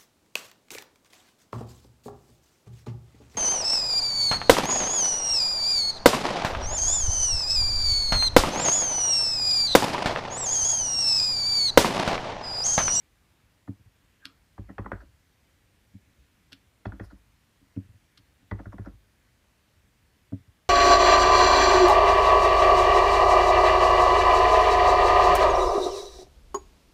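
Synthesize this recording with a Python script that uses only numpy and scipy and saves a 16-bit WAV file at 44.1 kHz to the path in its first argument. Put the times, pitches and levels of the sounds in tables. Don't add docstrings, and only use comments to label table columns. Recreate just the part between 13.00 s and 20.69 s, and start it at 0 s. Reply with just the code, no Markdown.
import sys
import numpy as np
from scipy import signal
from scipy.io import wavfile
from scipy.ndimage import uniform_filter1d

SR = 44100
rng = np.random.default_rng(int(sys.argv[2]) if len(sys.argv) > 2 else 0)


def decibels_to_gain(level_db):
    exponent = np.asarray(level_db, float) / 20
    return 10 ** exponent


def wav_out(sig):
    wavfile.write(sys.argv[1], SR, np.round(np.clip(np.atleast_2d(sig).T, -1, 1) * 32767).astype(np.int16))


N = 339129

# (frequency [Hz], density [dB per Hz])
HISS_SPECTRUM = [(88, 3), (150, -6), (230, -5), (263, -10.5), (296, -6.5), (333, -7), (797, -12),
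                 (878, -11.5), (1400, -12.5), (1630, -10.5), (1870, -11), (2060, -11), (4850, -18.5),
                 (13300, -24), (15600, -26)]
# (frequency [Hz], density [dB per Hz])
RUMBLE_SPECTRUM = [(11, -58), (18, -28), (21, -16), (31, -8), (54, 4), (98, -2.5), (129, -7.5), (151, -8.5),
                   (250, -12.5), (320, -14.5), (550, -120)]

# (time [s], snap [dB], crackle [dB], crackle tail [s], creak [dB])
PEELS = [
    (1.255, -22, -58, 0.0096, -58),
    (3.1343, -69, -91, .004, -83),
    (3.5231, -39, -66.5, 0.0031, -81),
    (3.5300, -31, -62, 0.0094, -93),
    (5.178, -42, -65.5, 0.0073, -87),
]
# (time [s], level [dB], pitch [Hz], length [s])
FIZZES = [
    (2.012, -70.5, 4840, 0.0073),
    (3.869, -62, 4400, .0033),
    (4.05, -69.5, 10400, .012),
    (4.053, -69, 5000, 0.02),
    (4.114, -71, 4020, 0.014),
    (4.765, -66, 2500, 0.0034),
    (5.514, -53, 4170, 0.0017),
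    (5.73, -71, 5600, .0041),
    (5.863, -68.5, 5130, .0069),
]
# (frequency [Hz], width [Hz], level [dB])
CARD_MODES = [(1470, 380, -4.5), (2810, 87, -10.5), (3490, 1670, 5), (4230, 1060, 0), (4960, 780, -7),
              (8000, 3100, -9), (10400, 680, -15), (11150, 1200, -11.5)]

# (time [s], level [dB], hardness [dB per octave], swell [s])
LANDINGS = [
    (1.596, -36, -1.5, .0081),
    (1.797, -30.5, 0, 0.0052),
    (1.932, -32.5, .5, .003),
    (3.8686, -30.5, -2, 0.005),
    (4.011, -33, 0.5, 0.0037),
    (5.527, -29.5, -2, 0.011),
    (5.67, -38.5, -3.5, 0.0092),
    (5.798, -33.5, -4, 0.0031),
]
# (time [s], level [dB], table sway [dB], hardness
# [dB per octave], swell [s])
LIFTS = [
    (1.705, -40, -47, 0.5, 0.0087),
    (1.872, -45, -62, 4, 0.03),
    (2.038, -55, -45, 9, .0035),
    (3.942, -44, -45, 1.5, 0.019),
    (4.134, -46.5, -45, 1, 0.007),
    (5.606, -41.5, -57, 5.5, 0.0055),
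    (5.745, -39, -46, -2.5, .0044),
    (5.876, -37, -40.5, 4, 0.0041),
    (7.341, -47, -80, 10.5, 0.0052),
]
# (time [s], level [dB], ring factor)
PRESSES = [
    (0.6961, -25, 1.37),
    (4.7783, -22, 1.38),
    (7.3351, -22, 1.44),
]
# (time [s], level [dB], ring factor)
CORNER_PRESSES = [
    (2.9556, -46, 1.1),
]
# (time [s], level [dB], table sway [dB], hardness [dB per octave])
NUDGES = [(.44, -67, -62, -4), (.812, -57.5, -75, -5), (0.874, -58, -81, -7), (1.04, -60.5, -68, 5),
          (1.267, -51, -80, 19), (2.099, -69.5, -69, -14), (2.149, -74, -56, -12), (3.088, -61, -74, 5),
          (3.189, -81, -56.5, -13), (3.540, -50, -75, 13.5), (4.63, -53, -63, 10), (4.861, -54, -57, -2),
          (4.906, -58.5, -64, -12.5), (4.958, -61, -76, -12), (5.202, -55.5, -64, 4),
          (5.433, -55.5, -61, 6), (5.949, -55, -51, -5.5), (7.409, -53, -79, -3), (7.491, -57.5, -58, -6.5)]
# (frequency [Hz], t60 [s], landing [dB], lift [dB], press [dB], corner press [dB])
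TABLE_MODES = [(101.2, 0.13, 0, -10, -4.5, 8.5), (114, 0.041, -53, -16, -7.5, -3),
               (194, 0.078, -4, -1.5, -10, 3.5), (273.8, 0.075, -10, -3.5, -10, -5.5),
               (317.4, 0.11, -10.5, -9, -26.5, -43), (387.2, 0.11, -12.5, -26, -38.5, -38),
               (456, 0.076, -40, -48, -33, -40), (562, 0.064, -11.5, -17, -38, -38),
               (650, 0.058, -48, -20.5, -38, -44)]
# (frequency [Hz], t60 [s], level [dB])
SWAY_MODES = [(52.16, 0.74, -7.5), (65.6, 0.21, -5)]
# (bass lag [s per octave], first arrival before crest [s], damping by the hand [s])
ARRIVALS = [(0.0062, 0.011, 0.19), (0.008, 0.0206, 0.24), (0.0056, 0.0144, 0.09), (0.0059, .016, 0.045)]

# (time [s], level [dB], pitch [Hz], length [s], hard edge [dB])
STRIKES = [(1.578, -39, 840, 0.0049, 1), (1.781, -29.5, 1110, 0.0049, -12),
           (1.7815, -37, 2560, 0.00287, 15.5), (1.859, -28, 920, 0.0043, -22),
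           (1.9174, -20.5, 1120, .0013, -3), (1.9178, -37, 1900, 0.00036, 14),
           (3.854, -31, 1360, 0.00257, 11), (3.8552, -25, 740, .0023, 14.5), (3.92, -37.5, 1420, 0.0067, 9),
           (3.997, -31, 720, 0.0019, 14), (3.9976, -32, 1800, 0.0012, -10),
           (5.512, -28.5, 1900, 0.00294, 2), (5.516, -28.5, 930, 0.0032, 6),
           (5.656, -38.5, 1300, 0.0027, -6), (5.782, -38, 1660, 0.0043, 5), (5.858, -42.5, 1300, 0.013, 1),
           (6.442, -61, 1500, .0025, -6)]
# (time [s], level [dB], pitch [Hz], length [s])
SCRAPES = [(0.676, -42, 675, 0.0044), (1.691, -42, 1800, 0.0091), (1.845, -44, 1400, .0037),
           (1.908, -51, 850, 0.0052), (2.004, -47, 1370, 0.009), (2.941, -71, 520, 0.0015),
           (3.517, -51, 1430, .006), (4.036, -50, 1650, 0.0091), (4.104, -48, 1300, 0.01),
           (4.766, -52.5, 586, 0.0033), (5.591, -38.5, 740, 0.0081), (5.723, -38, 755, 0.011),
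           (5.808, -54, 1600, 0.014), (5.847, -46.5, 1220, 0.0091), (7.322, -51, 1010, 0.0038)]
# (frequency [Hz], width [Hz], level [dB])
CASE_MODES = [(520, 290, 7), (720, 190, 0.5), (873, 276, 5), (1007, 280, 1.5), (1420, 262, 6),
              (1650, 148, -3.5), (1874, 120, 0), (2560, 87, -21), (3330, 210, -23.5), (4360, 240, -33),
              (5700, 470, -39)]

LANDING, LIFT, PRESS, CORNER_PRESS = range(4)
PEEL_PRE_S, THUD_PRE_S, CLATTER_PRE_S = 0.06, 0.04, 0.03


def evened(x):
    return x / np.sqrt(np.mean(x ** 2) + 1e-20)


def add(mix, time_s, sound):
    part = mix[round(time_s * SR):][:len(sound)]
    part += sound[:len(part)]


def resonate(x, hz, width_hz):
    turn = np.exp(2j * np.pi * hz * np.arange(len(x)) / SR)
    r = np.exp(-np.pi * width_hz / SR)
    smoother = 3 * [[1 - r, 0, 0, 1, -r, 0]]
    return 2 * (turn * signal.sosfilt(smoother, x / turn)).real


def hump(t, before_s, after_s):
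    rise = np.exp(-0.5 * (t / before_s) ** 2)
    fall = np.exp(-np.maximum(t, 0) / after_s)
    return np.where(t < 0, rise, fall)


def gritty(count, density):
    force = rng.standard_normal(count) * rng.exponential(1, count)
    return force * (rng.random(count) < density)


def noise(spectrum, patchy_db):
    bin_hz = np.fft.rfftfreq(2048, 1 / SR)
    real, imag, patches = rng.standard_normal((N // 512 + 5, 1025, 3)).T
    patches = uniform_filter1d(patches, size=20, axis=0)
    patches = evened(uniform_filter1d(patches, size=12, axis=1))
    hz, db = np.transpose(spectrum)
    colour_db = np.interp(np.log(bin_hz + 1), np.log(hz), db, left=-90, right=-90)
    z = (real + 1j * imag) * decibels_to_gain(colour_db[:, None] + patchy_db * patches)
    return evened(signal.istft(z, nperseg=2048, noverlap=1536)[1][:N])


def room_floor():
    return decibels_to_gain(-69) * noise(HISS_SPECTRUM, 1.0) + decibels_to_gain(-67) * noise(RUMBLE_SPECTRUM, 0.92)


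def reflections(x):
    t = np.arange(SR // 3) / SR
    taps_per_s, first_s = 2000, 0.004
    taps = rng.choice([-1., 1.], len(t)) * (rng.random(len(t)) < taps_per_s / SR) * (t > first_s)
    dull = signal.lfilter([0.2], [1, -0.8], taps)
    tail = dull * decibels_to_gain(-60 * t / 0.33) + 1.1 * taps * decibels_to_gain(-60 * t / 0.17)
    return signal.fftconvolve(x, tail / np.linalg.norm(tail))[:N]


def fizz(db, hz, length_s):
    t = np.arange(SR // 5) / SR - PEEL_PRE_S
    band = resonate(rng.standard_normal(len(t)), hz, 0.51 * hz)
    return decibels_to_gain(db) * evened(band) * hump(t, length_s, length_s)


def peel(snap_db, crackle_db, crackle_tail_s, creak_db):
    t = np.arange(SR // 5) / SR - PEEL_PRE_S
    grit = gritty(len(t), 0.6)
    click = 1.5 * (abs(t) < 0.5 / SR)
    blow = click + 0.3 * rng.standard_normal(len(t)) * hump(t, 0.00015, 0.0004)
    snap, crackle, creak = np.zeros((3, len(t)))
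    for hz, width_hz, db in CARD_MODES:
        snap += np.sign(hz - 2000) * decibels_to_gain(db) * evened(resonate(blow, hz, 1.57 * width_hz))
        fade = hump(t, 0.003, crackle_tail_s * min(4500 / hz, 1))
        crackle += decibels_to_gain(db) * evened(resonate(grit, hz, 1.3 * width_hz)) * fade
    for hz, late_s, tail_s in [(1600, -0.0044, 0.01), (1300, 0.014, 0.032)]:
        creak += evened(resonate(grit, hz, 400)) * hump(t - late_s, 0.022, tail_s)
    torn = decibels_to_gain(snap_db) * snap / abs(snap).max() + decibels_to_gain(crackle_db + 7) * crackle + decibels_to_gain(creak_db) * creak
    return signal.sosfilt(signal.butter(4, 1150, "high", fs=SR, output="sos"), torn)


def inked_rubber():
    air = np.zeros(N)
    for time_s, *tear in PEELS:
        add(air, time_s - PEEL_PRE_S, peel(*tear))
    for time_s, *burst in FIZZES:
        add(air, time_s - PEEL_PRE_S, fizz(*burst))
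    return air


def thud(kind, thud_db, sway_db, hard_db, swell_s, ring):
    t = np.arange(SR // 2) / SR - THUD_PRE_S
    lag_s_per_octave, first_s, damped_s = ARRIVALS[kind]
    on_card = kind >= PRESS
    crest_slip = 0.17 if on_card else 0
    hard_top_hz = 300 if on_card else 700
    modes = [(hz, t60_s, sway_db + db) for hz, t60_s, db in SWAY_MODES]
    for hz, t60_s, *kind_db in TABLE_MODES:
        tilt_db = hard_db * np.log2(min(hz, hard_top_hz) / 200)
        modes.append((hz, ring * t60_s, thud_db + kind_db[kind] + tilt_db))
    out = np.zeros(len(t))
    for hz, t60_s, db in modes:
        lag_s = lag_s_per_octave * np.log2(280 / hz)
        shape = hump(t - lag_s, abs(swell_s) + 0.5 * max(lag_s, 0), abs(t60_s) / np.log(1000))
        mode_hz = hz * rng.normal(1, 0.008)
        out += decibels_to_gain(db) * shape * np.cos(2 * np.pi * mode_hz * (t - crest_slip * lag_s))
    out *= np.clip((t + first_s) / 0.00074, 0, 1)
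    out *= np.exp(-(np.maximum(t, 0) / damped_s) ** 2)
    return -out if on_card else out


def tabletop():
    wood = np.zeros(N)
    ring_per_s = 55
    blows = []
    for time_s, db, hard_db, swell_s in LANDINGS:
        sway_db = -33.5 + 0.6 * (db + 32)
        blows.append((time_s, LANDING, db, sway_db, hard_db, swell_s, 0.88 + ring_per_s * swell_s))
    for time_s, *lift, swell_s in LIFTS:
        blows.append((time_s, LIFT, *lift, swell_s, 1 + ring_per_s * swell_s))
    for kind, rows in [(PRESS, PRESSES), (CORNER_PRESS, CORNER_PRESSES)]:
        for time_s, db, ring in rows:
            blows.append((time_s, kind, db, -69, 6, 0.0075, ring))
    for time_s, db, sway_db, hard_db in NUDGES:
        swell_s = 0.019 - 2.44 * hard_db
        blows.append((time_s, PRESS, db, sway_db, hard_db, swell_s, 0.78 + 0.1 * hard_db))
    for time_s, *blow in blows:
        add(wood, time_s - THUD_PRE_S, thud(*blow))
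    return wood


def clatter(db, pitch_hz, length_s, lead_s, edge_db):
    t = np.arange(SR // 6) / SR - CLATTER_PRE_S
    grit = gritty(len(t), 0.3)
    strike = 9.5 * np.exp(-lead_s / 0.00094)
    out = np.zeros(len(t))
    for hz, width_hz, mode_db in CASE_MODES:
        late = t - 0.553 * length_s * max(1800 / hz - 1, 0)
        rattle = decibels_to_gain(-15.5) * hump(late, 3 * lead_s, 0.02)
        touch = hump(late, lead_s, length_s) + rattle
        drive = grit * touch
        drive[np.argmax(late > 0)] += strike
        near_db = 8 * np.exp(-(np.log(hz / pitch_hz) / 0.13) ** 2) + edge_db * (hz > 2200)
        ringing = evened(resonate(drive, hz, 2.14 * width_hz))
        out += decibels_to_gain(mode_db + near_db) * np.sqrt(width_hz) * ringing
    return decibels_to_gain(db) * out / abs(out).max()


def stamp_on_case():
    air = np.zeros(N)
    for time_s, db, hz, length_s, edge_db in STRIKES:
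        add(air, time_s - CLATTER_PRE_S, clatter(db, hz, length_s, 0.00057, edge_db))
    for time_s, db, hz, length_s in SCRAPES:
        lead_s = 0.2 * length_s
        add(air, time_s - CLATTER_PRE_S, clatter(db, hz, length_s, lead_s, 1))
    return air


def scene():
    air = inked_rubber() + stamp_on_case()
    return (air + decibels_to_gain(-15.5) * reflections(air) + tabletop() + room_floor())[None]


def low_pass(x):
    return signal.sosfilt(signal.butter(12, 15700, fs=SR, output="sos"), x)


def record(dry):
    mix = signal.sosfilt(signal.butter(4, 39, "high", fs=SR, output="sos"), dry)
    return low_pass(mix)


dry = scene()
out = record(dry)
wav_out(out)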